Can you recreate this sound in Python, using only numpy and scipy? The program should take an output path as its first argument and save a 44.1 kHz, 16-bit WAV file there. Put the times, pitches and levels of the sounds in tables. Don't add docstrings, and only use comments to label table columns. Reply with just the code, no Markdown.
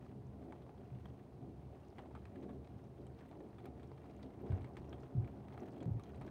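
import sys
import numpy as np
from scipy import signal
from scipy.fft import next_fast_len
from scipy.io import wavfile

SR = 44100
rng = np.random.default_rng(int(sys.argv[2]) if len(sys.argv) > 2 else 0)


def inscribe(sig):
    pcm = np.round(np.clip(np.atleast_2d(sig).T, -1, 1) * 32767)
    wavfile.write(sys.argv[1], SR, pcm.astype(np.int16))


N = 277830
T = np.arange(N) / SR

# f/Hz, width/Hz, lift/dB
ROOM_RESONANCES = [(71.94, 4.6, 11), (128.8, 16, 9), (203, 3.7, 13.5), (263.4, 19, 6), (336.7, 7.5, 6),
                   (350, 34, -1.5), (360, 15, 2.5), (416.3, 14, 3), (457, 8.4, 8.5), (545.5, 22, 4),
                   (578, 6.2, 7.5), (661.5, 33, 2.5), (717, 7, 7)]
# crest t/s, roof level/dB, half length/s, boom f/Hz, pane level/dB
RAIN_SHEETS = [(0.467, -54.5, 0.1, 376, -90), (1.473, -55, 0.071, 273, -91),
               (2.023, -58.5, 0.034, 620, -77), (2.465, -48.5, 0.1, 251, -74.5),
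               (2.999, -55, 0.065, 328, -76), (3.413, -54.5, 0.077, 340, -87),
               (3.678, -53.5, 0.071, 323, -79), (4.254, -54, 0.04, 377, -71.5),
               (4.439, -51.5, 0.053, 323, -93), (4.57, -53.5, 0.089, 324, -80),
               (5.629, -50, 0.034, 383, -89), (5.802, -51, 0.14, 286, -91), (6.266, -49, 0.019, 375, -68)]


def gain_of(db):
    return 10 ** (np.asarray(db) / 20)


def unit_rms(x):
    return x / np.sqrt(np.mean(x ** 2) + 1e-20)


def curve_db(points, hz):
    f, db = np.transpose(points)
    return np.interp(np.log(hz + 1), np.log(f), db)


def ring_db(hz, centre_hz, q):
    return -10 * np.log10(1 + (q * ((hz + 1) / centre_hz - centre_hz / (hz + 1))) ** 2)


def lift_db(modes, hz):
    return sum(db / (1 + (2 * (hz - f) / width_hz) ** 2) for f, width_hz, db in modes)


def add(mix, start_s, sound):
    part = mix[max(round(start_s * SR), 0):][:len(sound)]
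    part += sound[:len(part)]


def colour(x, shape_db):
    size = next_fast_len(2 * len(x))
    log_gain = np.log(gain_of(shape_db(abs(np.fft.fftfreq(size, 1 / SR)))))
    response = np.exp(np.conj(signal.hilbert(log_gain)))
    return np.fft.ifft(np.fft.fft(x, size) * response).real[:len(x)]


def in_room(x, spectrum):
    return unit_rms(colour(x, lambda hz: curve_db(spectrum, hz) + lift_db(ROOM_RESONANCES, hz)))


def rain_gain(db, follow):
    # t/s, strength/dB
    rainfall = [(0, -2), (.8, -2.2), (1.62, -4), (1.9, -2), (2.85, -2.5), (3.25, -3), (4.2, -1), (4.5, 7),
                (5.25, 3.5), (6.3, 3)]
    return gain_of(db + follow * np.interp(T, *np.transpose(rainfall)))


def swell(crest_s, db, half_s):
    return gain_of(db) * np.exp(-np.minimum(((T - crest_s) / half_s) ** 2, 60))


def gustiness(depth_db, fastest_hz, count=24):
    rates_hz = np.geomspace(fastest_hz / 6, fastest_hz, count)[:, None]
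    grid_s = T[::100]
    drift = np.sin(2 * np.pi * (rates_hz * grid_s + rng.random((count, 1)))) / np.sqrt(rates_hz)
    return gain_of(depth_db * np.interp(T, grid_s, unit_rms(drift.sum(0))))


def wind():
    # f/Hz, relative level/dB
    rumble_spectrum = [(20, -37.5), (32, -33.5), (45, -13), (62, 0), (110, 1.5), (160, -1), (220, -6),
                       (400, -29), (1000, -73)]
    rumble = in_room(rng.standard_normal(N), rumble_spectrum)
    return rain_gain(-55, follow=0.42) * gustiness(depth_db=1.25, fastest_hz=7.3) * rumble


def buffets():
    # t/s, level/dB, start f/Hz, length/s, thud re swing/dB
    pushes = [(.24, -51.5, 137, 0.057, -20), (0.913, -46.5, 133, 0.073, -20), (1.414, -49, 140, 0.053, -18),
              (2.74, -47, 116, 0.043, -22), (4.499, -32, 106, 0.031, -12), (4.521, -33.5, 104, 0.052, -13),
              (4.58, -46.5, 91.3, 0.087, -9), (5.15, -32.5, 152, 0.0205, -23),
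              (5.169, -29.5, 113.5, 0.042, -15), (5.219, -41.5, 119, 0.041, -13),
              (5.857, -34.5, 151, 0.016, -14), (5.875, -32, 152, 0.023, -23), (5.905, -29, 103, 0.021, -10),
              (5.935, -37.5, 120.7, 0.066, -14)]
    pitch_sag, pitch_waver = 0.12, 0.09
    overtone_ratio, overtone_db = 1.4, -14
    waver, thud = (unit_rms(colour(noise, lambda hz: 2 * ring_db(hz, 55.6, q=1.0)))
                   for noise in rng.standard_normal((2, N)))
    out = np.zeros(N)
    for start_s, db, start_hz, length_s, thud_db in pushes:
        t = np.arange(0, length_s, 1 / SR)
        envelope = np.sin(np.pi * (t / length_s) ** 0.58) ** 0.6
        pitch_hz = start_hz * (1 - pitch_sag * t / length_s)
        pitch_hz *= 1 + pitch_waver * np.interp(start_s + t, T, waver)
        phase = 2 * np.pi * np.cumsum(pitch_hz) / SR
        overtone = gain_of(overtone_db) * np.sin(overtone_ratio * phase + 2 * np.pi * rng.random())
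        deep = gain_of(thud_db) * unit_rms(np.interp(start_s + t, T, thud))
        add(out, start_s, gain_of(db) * envelope * (np.sin(phase) + overtone + deep))
    return signal.sosfilt(signal.butter(6, 52, "high", fs=SR, output="sos"), out)


def splash(echo_db, tail_db, early_s, tail_s, size=4096):
    t = np.arange(size) / SR
    early, late = rng.standard_normal((2, size))
    early = early * (rng.random(size) < .15) * np.exp(-t / early_s)
    late = late * np.exp(-t / tail_s) * (1 - np.exp(-t / early_s))
    out = (gain_of(echo_db) * unit_rms(early) + gain_of(tail_db) * unit_rms(late)) / np.sqrt(size)
    out[0] += 1
    return out / np.linalg.norm(out)


def shower(per_s, spread_db, echo_db, low_hz, high_hz, q, spots=20):
    out = np.zeros(N)
    for centre_hz in np.geomspace(low_hz, high_hz, spots):
        sizes = gain_of(spread_db * np.minimum(rng.exponential(1, N), 2))
        drops = sizes * (rng.random(N) < per_s / spots / SR)
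        blow = splash(echo_db, tail_db=-2.0, early_s=0.0043, tail_s=0.014)
        spot = colour(blow, lambda hz: ring_db(hz, centre_hz, q))
        out += signal.oaconvolve(drops, unit_rms(spot))[:N]
    return unit_rms(out)


def sheet(drumming, crest_s, db, half_s, boom_hz):
    boom = signal.lfilter(*signal.iirpeak(boom_hz, Q=1.0, fs=SR), drumming)
    return swell(crest_s, db, half_s) * unit_rms(boom)


def roof():
    # f/Hz, gain/dB
    murmur_spectrum = [(60, -25.5), (150, -21), (240, 1.5), (400, 0.5), (500, -7.5), (620, -7.5), (760, -6),
                       (1000, -11.5), (1500, -22.5), (3000, -35), (8000, -76)]
    drum_spectrum = [(100, -29), (160, -7.5), (220, 0), (400, 0), (500, -9.5), (580, -5.5), (750, -4.5),
                     (1000, -27), (3000, -48.5)]
    light = shower(per_s=2500, spread_db=2.5, echo_db=1.5, low_hz=151, high_hz=1350, q=0.32)
    murmur = rain_gain(-59.5, follow=0.51) * in_room(light, murmur_spectrum)
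    heavy = shower(per_s=1500, spread_db=-1, echo_db=2.5, low_hz=224, high_hz=562, q=0.56)
    drumming = in_room(heavy, drum_spectrum)
    bed_gain = rain_gain(-64.5, follow=0.54) * gustiness(depth_db=3.5, fastest_hz=15)
    bed = bed_gain * np.roll(drumming, SR)
    sheets = sum(sheet(drumming, crest_s, db, half_s, hz) for crest_s, db, half_s, hz, _ in RAIN_SHEETS)
    return murmur + bed + sheets


def patter():
    # f/Hz, gain/dB
    drop_spectrum = [(200, -8), (700, 4.5), (1000, 0), (1400, 1.5), (2200, -2.5), (2700, -4.5), (3200, -5),
                     (4200, -11), (5000, -20), (6300, -10), (7600, -16), (8400, -11), (10000, -16),
                     (15000, -3.5)]
    spray_spectrum = [(2000, -32), (4000, 9), (6300, 1.5), (7500, -4.5), (8500, 1), (10000, -8),
                      (15000, -10)]
    drops = shower(per_s=260, spread_db=5.0, echo_db=2.0, low_hz=610, high_hz=4420, q=2.3)
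    spray = shower(per_s=99, spread_db=7.5, echo_db=8, low_hz=4050, high_hz=9600, q=4.0)
    drops = unit_rms(colour(drops, lambda hz: curve_db(drop_spectrum, hz)))
    spray = unit_rms(colour(spray, lambda hz: curve_db(spray_spectrum, hz)))
    bed_gain = rain_gain(-76.5, follow=0.66) * gustiness(depth_db=2.8, fastest_hz=5)
    sheet_gain = sum(swell(crest_s, db, half_s) for crest_s, _, half_s, _, db in RAIN_SHEETS)
    return np.hypot(bed_gain, sheet_gain) * (drops + gain_of(-19) * spray)


def ticks():
    # t/s, relative level/dB, f/Hz
    impacts = [(.268, -66, 6100), (.524, -67, 6200), (1.057, -65, 14000), (1.85, -70, 5800),
               (1.884, -63, 6000), (1.903, -62, 4900), (2.078, -70, 7500), (2.153, -72, 8300),
               (2.254, -59, 4280), (2.413, -69, 6000), (2.841, -64, 5500), (2.873, -77, 6500),
               (3.068, -58, 8000), (3.19, -63, 4900), (3.29, -67, 8300), (3.397, -68, 6030),
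               (3.488, -70, 8300), (3.657, -56, 13800), (3.658, -60, 9900), (3.659, -61, 5000),
               (3.832, -67, 8000), (3.874, -64, 5170), (4.165, -63, 6800), (4.23, -60, 4650),
               (4.418, -63, 13000), (4.487, -65, 4800), (4.61, -67, 8400), (4.644, -65, 8100),
               (4.769, -61, 8000), (4.894, -55.5, 5570), (5.004, -64, 6460), (5.025, -65, 5600),
               (5.276, -67, 13500), (5.604, -56, 6100), (5.682, -69, 8400), (5.724, -66, 8500),
               (5.78, -68, 8300), (5.83, -56, 6670), (5.912, -63, 14100), (5.997, -62, 9100),
               (6.036, -54.5, 6200), (6.039, -65, 10000), (6.159, -63, 8350), (6.212, -62, 9200)]
    click_db, trim_db = -22, 6.5
    out = np.zeros(N)
    for start_s, db, centre_hz in impacts:
        blow = splash(echo_db=3, tail_db=-19, early_s=0.0022, tail_s=.012)
        ring = colour(blow, lambda hz: 2 * ring_db(hz, centre_hz, q=4.1))
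        click = colour(blow, lambda hz: ring_db(hz, centre_hz, q=.8))
        tick = ring + gain_of(click_db) * click
        add(out, start_s, gain_of(db + trim_db) * tick / np.linalg.norm(tick))
    return out


def tap(db, knock_db, treble_db, ring_hz, glass_db, spatter_s):
    # f/Hz, gain/dB
    pane_spectrum = [(120, -7.5), (400, -0.5), (800, 5.5), (1400, 3), (2300, 0.5), (2750, -7.5),
                     (3300, -6.5), (4100, -10.5), (5000, -20), (7500, -25.5), (8700, -20.5), (10500, -43.5),
                     (15000, -34.5)]
    # f/Hz, width/Hz, lift/dB
    pane_modes = [(854, 70, 4), (1254, 53, 4.5), (1860, 86, -0.5)]
    trim_db = 18.5
    tint = [(700, knock_db), (1500, -5.0), (5000, treble_db), (12000, -3.0)]
    blow = splash(echo_db=9.5, tail_db=-5, early_s=spatter_s, tail_s=0.019)
    knock = colour(
        blow, lambda hz: curve_db(pane_spectrum, hz) + lift_db(pane_modes, hz) + curve_db(tint, hz))
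    ring = colour(knock, lambda hz: ring_db(hz, ring_hz, q=12.0))
    hit = knock + gain_of(glass_db) * ring
    return gain_of(db + trim_db) * hit / np.linalg.norm(hit)


def taps(light_count=64):
    # t/s, relative level/dB, knock/dB, treble/dB, ring f/Hz, ring/dB, spatter/s
    large_drops = [(.064, -60, 5, -1, 1180, 5, 0.0042), (.5237, -46, 5, -16, 800, 7, 0.0026),
                   (.6212, -62.5, 1, 2, 3350, 9, 0.0056), (.665, -54, 7, -3, 655, -2, 0.0065),
                   (.6928, -51, 6, -5, 812, 2, .0075), (.777, -64.5, 2, -1, 3400, 8, .005),
                   (.829, -69, 5, -11, 1310, 1, .004), (1.0563, -48.5, 8.5, -6, 3080, 10, 0.0053),
                   (1.427, -50, 16, -3, 704, 4, 0.0086), (1.926, -52, 16, -6, 679, 8, 0.0043),
                   (1.984, -42.5, 7.5, -8, 2900, 6, 0.011), (2.057, -49, 8, -2, 655, 9, 0.011),
                   (2.11, -52, 17, -12, 1290, -2, .003), (2.151, -45.5, 2, -7.5, 1223, 5, .009),
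                   (2.175, -54, 7, -5, 1410, -3, 0.0061), (2.2546, -56, -7, 0, 1900, 0, 0.003),
                   (2.357, -57.5, -7, -12, 1716, 1, 0.004), (2.4, -59, 4, -14, 655, -1, 0.0075),
                   (2.427, -49.5, 9, 0, 679, 5, .011), (2.4932, -51, 8, -10, 3380, 2, 0.0066),
                   (2.646, -64, -2, 7, 2586, 0, .005), (2.6728, -58.5, 3, 4, 953, -6, .003),
                   (3.067, -57, 7, -5, 2980, 3, .005), (3.188, -60, -9, 3, 1140, 0, 0.017),
                   (3.2086, -59, -7, -12, 1750, -2, 0.014), (3.3126, -50.5, 11, 2, 655, 2, 0.0099),
                   (3.328, -53, 8, -14, 3690, -4, 0.0057), (3.405, -50, 9, -5, 729, 3, 0.0072),
                   (3.487, -67.5, 9, 5, 3200, 0, 0.0045), (3.5837, -54.5, -5, -12, 3380, 7, 0.0072),
                   (3.603, -55, 5, -1, 655, -2, .006), (3.641, -58, 4, -6, 4490, -2, 0.007),
                   (3.6556, -48.5, -1, -4, 756, 10, 0.015), (3.777, -62, 2, -4, 1160, 0, 0.0048),
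                   (3.796, -60.5, -12, -5, 3440, -2, 0.011), (3.8302, -58.5, -8, 2, 1100, 3, 0.01),
                   (3.916, -46, 21, 0, 4490, 6, 0.0058), (3.977, -57, 6, -3, 1245, -2, 0.0064),
                   (4.04, -50.5, 12, -1, 1314, -6, 0.022), (4.097, -58, 7, 4, 717, 1, .007),
                   (4.229, -55, 1, 9, 4570, 1, 0.0071), (4.305, -61, -2, -7, 1040, 2, 0.0045),
                   (4.336, -58, 4, -17, 2125, -2, 0.0028), (4.463, -55, 1, -3, 655, -3, .008),
                   (4.507, -61, -9, 5, 1910, -3, 0.0046), (4.5205, -49, -2, -8, 1515, 5, 0.015),
                   (4.575, -54, 7, -12, 1515, -2, .005), (4.61, -59, 3, -3, 2240, 2, .005),
                   (4.644, -49.5, 3.5, 0, 2200, 4, 0.0058), (4.769, -48.5, -5, -.5, 2540, -6, 0.0052),
                   (4.85, -62, 11, -11, 1020, -5, .004), (4.9286, -47.5, 3.5, -13, 3260, 18.5, 0.0062),
                   (5.033, -52, 7.5, 0, 1020, -5, 0.006), (5.245, -57, -2, -4, 2280, 7, 0.0094),
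                   (5.2761, -57, -9, -9, 2540, -2, 0.0076), (5.483, -57.5, -14, -8, 2586, 1, .003),
                   (5.524, -55, 8, -8, 3380, 10, .005), (5.5412, -48.5, 10, -12, 1100, -4, 0.0092),
                   (5.5767, -49.5, -3, -15, 2200, -10, 0.0034), (5.621, -48.5, 9, -19, 4410, 5, 0.0086),
                   (5.685, -61, 9, -9, 988, 1, 0.0046), (5.778, -66, 4, 0, 756, 0, .005),
                   (5.8046, -55, -3, -2, 3260, 5, 0.0093), (5.826, -47.5, 10, 0, 4110, -10, 0.012),
                   (5.9963, -50.5, 7, -4, 1160, 5, 0.0062), (6.037, -61, -5, 12, 3560, -6, 0.0051),
                   (6.146, -58, -4, 1, 2540, 0, 0.015), (6.2125, -44.5, 5.5, -4.5, 970, -13, 0.012),
                   (6.247, -58, 4, -6, 679, 1, .005), (6.277, -53, -11, -8, 1515, -2, 0.0087)]
    # relative level/dB, knock/dB, treble/dB, ring f/Hz, ring/dB
    light_mean, light_spread = (-63.5, 5, -5, 2702, 3), (0.88, 2.7, 3.1, 420, 3.3)
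    light_per_s = 4.6
    large, light = np.zeros((2, N))
    for start_s, *drop in large_drops:
        add(large, start_s, tap(*drop))
    times_s = (np.arange(light_count) + rng.random(light_count)) / light_per_s
    light_drops = light_mean + rng.standard_normal((light_count, len(light_mean))) * light_spread
    for start_s, drop in zip(times_s, light_drops):
        add(light, start_s, tap(*drop, spatter_s=0.004))
    return large + rain_gain(0, follow=0.54) * light


def scene():
    return (wind() + roof() + patter() + taps() + ticks() + buffets())[None]


def record(dry):
    # f/Hz, relative level/dB
    hiss_spectrum = [(100, -7), (2000, 13.5), (4000, 9), (6300, 4), (7900, 0), (8300, 4), (9100, 3),
                     (10000, 0), (12500, -3.5), (15500, 0)]
    whine_hz, cutoff_hz = 9000, 15850
    hiss = gain_of(-82.5) * unit_rms(colour(rng.standard_normal(N), lambda hz: curve_db(hiss_spectrum, hz)))
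    whine = gain_of(-100) * np.sin(2 * np.pi * whine_hz * T)
    lowpass = signal.firwin(511, cutoff_hz, window=("kaiser", 9), fs=SR)
    return signal.oaconvolve(dry + hiss + whine, lowpass[None], "same")


dry = scene()
out = record(dry)
inscribe(out)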